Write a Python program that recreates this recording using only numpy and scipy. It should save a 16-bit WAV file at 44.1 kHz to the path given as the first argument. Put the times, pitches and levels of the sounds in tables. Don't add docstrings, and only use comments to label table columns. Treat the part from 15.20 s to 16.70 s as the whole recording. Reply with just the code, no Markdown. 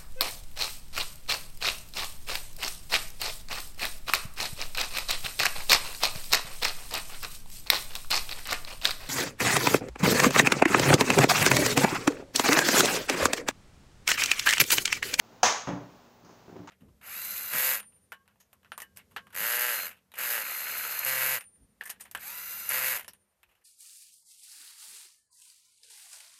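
import sys
import numpy as np
from scipy import signal
from scipy.fft import rfft, irfft, next_fast_len
from scipy.io import wavfile
from scipy.ndimage import map_coordinates

SR = 44100
rng = np.random.default_rng(int(sys.argv[2]) if len(sys.argv) > 2 else 0)


def convert_level_to_amplitude(level_db):
    exponent = np.asarray(level_db, float) / 20
    return 10 ** exponent


def master(y):
    cut = np.clip(np.atleast_2d(y).T, -1, 1)
    pcm = np.round(cut * 32767)
    wavfile.write(sys.argv[1], SR, pcm.astype(np.int16))


N = 66150
RISE_S = 0.00061


def unit(x):
    return x / np.sqrt(np.mean(x ** 2) + 1e-20)


def along(points, hz):
    f, v = np.transpose(points)
    return np.interp(np.log(hz + 1), np.log(f + 1), v)


def filtered(x, response):
    m = next_fast_len(len(x) + SR // 2)
    spectrum = rfft(x, m) * response(np.fft.rfftfreq(m, 1 / SR))
    return irfft(spectrum, m)[:len(x)]


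def coloured_noise(points):
    return unit(filtered(rng.standard_normal(N), lambda hz: convert_level_to_amplitude(along(points, hz))))


def causal(points):
    size = 2 ** 12
    cepstrum = irfft(np.log(convert_level_to_amplitude(along(points, np.fft.rfftfreq(size, 1 / SR)))), size)
    folded = np.r_[cepstrum[0], 2 * cepstrum[1:size // 2], np.zeros(size // 2)]
    h = irfft(np.exp(rfft(folded)), size)
    return h / np.linalg.norm(h)


def wobble(knots_per_s):
    return map_coordinates(rng.standard_normal(128), [np.arange(N) * knots_per_s / SR])


def add(out, s, x):
    part = out[round(s * SR):][:len(x)]
    part += x[:len(part)]


def echo():
    # f/Hz, t60/s
    decay = [(100, 0.38), (400, 0.41), (1000, 0.51), (3000, 0.45), (6500, 0.43), (10000, 0.348),
             (15000, 0.25)]
    build_s, first_wall_s = 0.0094, 0.004
    hz, t, z = signal.stft(rng.standard_normal(SR), SR, nperseg=256)
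    dying = convert_level_to_amplitude(-60 * t / along(decay, hz)[:, None])
    tail = signal.istft(z * dying, SR, nperseg=256)[1]
    tail = tail * (1 - np.exp(-np.arange(len(tail)) / SR / build_s))
    return np.pad(tail / np.linalg.norm(tail), (round(first_wall_s * SR), 0))


def room(x, wet_db):
    return x + convert_level_to_amplitude(wet_db) * signal.fftconvolve(x, echo())[:N]


def cracks(contacts, colour, t60_s, wet_db):
    out, t = np.zeros(N), np.arange(SR // 10) / SR
    for s, db in contacts:
        burst = convert_level_to_amplitude(wet_db) * echo()
        envelope = convert_level_to_amplitude(-60 * t / t60_s) * (1 - np.exp(-t / RISE_S))
        burst[:len(t)] += 2 * rng.standard_normal(len(t)) * envelope
        add(out, s, convert_level_to_amplitude(db) * signal.fftconvolve(burst, causal(colour)))
    return out


def rings(contacts, modes):
    out, t = np.zeros(N), np.arange(SR // 10) / SR
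    for s, db in contacts:
        ring = 0
        for hz, level_db, t60_s in modes:
            decay = convert_level_to_amplitude(level_db + rng.normal(0, 1) - 60 * t / t60_s)
            ring = ring + decay * np.sin(2 * np.pi * hz * t)
        add(out, s, convert_level_to_amplitude(db) * ring * (1 - np.exp(-t / RISE_S)))
    return out


def floor():
    # f/Hz, density/dB per Hz
    tone_colour = [(22, -22), (40, -8.5), (110, -7), (260, -4.5), (900, -6), (2000, -17.5), (6800, -23),
                   (8300, -35), (16000, -40)]
    # f/Hz, density/dB per Hz
    hiss_colour = [(6000, -32), (9000, -21), (13500, -2.5), (15000, 9.5), (15700, 3.5)]
    # f/Hz, level/dB
    harmonics = [(59, -82.5), (118.5, -67.5), (178, -74), (237, -66)]
    tone_db, hiss_db = -58, -73
    t = np.arange(N) / SR
    hum = 0
    for hz, db in harmonics:
        level = convert_level_to_amplitude(db + 1.5 + 0.81 * wobble(6.6))
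        hum = hum + level * np.sin(2 * np.pi * hz * t + 0.5 * wobble(5))
    tone = convert_level_to_amplitude(tone_db + 1.2 * wobble(5.1)) * coloured_noise(tone_colour)
    return tone + convert_level_to_amplitude(hiss_db) * coloured_noise(hiss_colour) + hum


def slide():
    # t/s, level/dB
    stroke = [
        (1.044, -83),
        (1.048, -57),
        (1.07, -63.5),
        (1.111, -58),
        (1.135, -68),
        (1.2, -90),
    ]
    # f/Hz, level/dB
    skin = [(300, -8.5), (1500, -5.5), (3500, -27.5), (5000, -12), (6500, -11), (8000, -36.5)]
    s, db = np.transpose(stroke)
    level_db = np.interp(np.arange(N) / SR, s, db) + 1.4 * wobble(58.5)
    return room(coloured_noise(skin) * convert_level_to_amplitude(level_db), wet_db=-4.5)


def table(contacts, modes, wet_db):
    # f/Hz, level/dB
    loose = [(60, -43.5), (200, 2), (700, 2), (2000, -10.5), (4500, -24), (6500, -19.5), (8300, -42),
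             (15000, -53)]
    top_db, dull_db_per_ms = 12.5, -6
    push, clatter = np.zeros(N), 0
    for s, db, ms in contacts:
        add(push, s, -convert_level_to_amplitude(db) * np.hanning(round(ms * SR / 1000) + 2) / ms)
        dull_db = dull_db_per_ms * (ms - 1)
        colour = [(hz, level + dull_db * max(0, np.log2(hz / 1000))) for hz, level in loose]
        loose_db = -35 + 0.92 * (db + 25.5) - 4.5 * ms
        clatter = clatter + cracks([(s, loose_db)], colour, t60_s=0.056, wet_db=26)

    def wood(f):
        total = 0
        for k, (centre, width, db) in enumerate(modes):
            damping = 1j * f * width
            resonance = damping / (centre * centre - f * f + damping)
            total = total + (-1) ** (k // 2) * convert_level_to_amplitude(db + top_db) * resonance
        return total

    return room(filtered(push, wood), wet_db) + clatter


def knocks():
    # t/s, level/dB, contact/ms
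    contacts = [(.4718, -21.5, 1.06), (.480, -26.5, 0.88), (.4868, -21, 1.13), (.497, -23, 1.56),
                (.512, -25.5, 2.47), (.530, -23, 4.4), (.552, -58, 0.79), (.600, -58, 1.6),
                (1.034, -44.5, 2.35), (1.045, -43.5, 3.1), (1.062, -46.5, 1.8), (1.092, -44, 1.2),
                (1.279, -37, 1.9), (1.294, -37.5, 1.58), (1.323, -32, 3.2), (1.355, -36.5, 2),
                (1.363, -36, 1.2), (1.376, -51, 0.86), (1.389, -35, 2.5), (1.399, -26, 3.85),
                (1.416, -39, 3.5), (1.434, -48, 2.5), (1.472, -73, 0.4)]
    # f/Hz, width/Hz, level/dB
    free_modes = [(63, 48, -11.5), (122.4, 13.5, -1.5), (181.5, 13.6, 1.5), (237, 77, -12),
                  (291.7, 10, 4.5), (371, 19.6, -4), (583, 28, -6), (764, 120, -12.5), (1050, 190, -5)]
    # f/Hz, width/Hz, level/dB
    held_modes = [(115.4, 23, -5), (171.7, 19.4, 1.5), (237, 22, -11), (288.3, 19, 0.5), (368.5, 28, 4),
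                  (600, 43, -12), (950, 220, -6)]
    return table(contacts[:8], free_modes, wet_db=-2) + table(contacts[8:], held_modes, wet_db=-7)


def click():
    # t/s, level/dB
    contacts = [
        (1.4735, -46.5),
        (1.4775, -52),
        (1.481, -47),
        (1.4885, -45),
        (1.496, -50),
    ]
    # f/Hz, level/dB
    tick = [(200, -19), (1000, 2), (2200, -6), (4500, -15.5), (6600, -13), (8300, -27), (15000, -67)]
    # f/Hz, level/dB, t60/s
    pawl = [(934, 9, 0.013), (2130, -5, 0.0172), (6770, -1, 0.011)]
    return cracks(contacts, tick, t60_s=0.024, wet_db=19) + rings(contacts, pawl)


def long_ring(s, db):
    # f/Hz, level/dB, t60/s
    modes = [(106.6, -7, 0.2), (225.6, -9.5, 0.37), (487, -2, 0.35), (682, -5.5, .3), (741.4, 13.5, 0.12),
             (820, -2, 0.22), (855, -2.5, 0.25), (993, -2.5, 0.38), (1142, 0.5, 0.43), (1668, -2.5, 0.32),
             (1813, -3.5, 0.43), (6200, 1.5, 0.17), (6650, -3, 0.19), (6520, -6.5, 0.56)]
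    ring_db, rise_cycles = -8, 1.8
    out, t = np.zeros(N), np.arange(SR // 2) / SR
    ring = 0
    for hz, level_db, t60_s in modes:
        decay = convert_level_to_amplitude(level_db - 60 * t / t60_s + 3.23 * wobble(44)[:len(t)])
        rise = (1 - np.exp(-t * hz / rise_cycles)) ** 2
        ring = ring + decay * rise * np.sin(2 * np.pi * hz * t + 0.57 * wobble(26.7)[:len(t)])
    add(out, s, convert_level_to_amplitude(db + ring_db) * ring)
    return out


def snap():
    # t/s, level/dB
    blows = [
        (.2306, -19),
        (.2327, -19),
        (0.2384, -21.5),
        (0.2421, -26),
    ]
    # f/Hz, level/dB
    crack = [(70, -46.5), (300, -13), (800, -2.5), (1700, -8), (3000, -11), (4500, -13), (6400, -5),
             (8300, -25), (12500, -37.5), (15000, -31)]
    # f/Hz, level/dB, t60/s
    latch = [(231, -12.5, 0.14), (505, -15, .05), (753, 3.5, 0.045), (1240, -4, 0.026),
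             (2060, -15.5, 0.012), (4760, -2, 0.015), (6064, 5.5, 0.015), (7060, -6, 0.0089)]
    return cracks(blows, crack, t60_s=0.019, wet_db=25) + rings(blows, latch) + long_ring(*blows[0])


def scene():
    return (floor() + slide() + knocks() + click() + snap())[None]


def low_pass(x):
    return signal.sosfilt(signal.butter(12, 16640, fs=SR, output="sos"), x)


def record(dry):
    low_cut_hz, top_hz = 16.7, 15750
    mix = filtered(dry[0], lambda hz: (hz < top_hz) * hz / (hz + low_cut_hz))[None]
    return low_pass(mix)


dry = scene()
out = record(dry)
master(out)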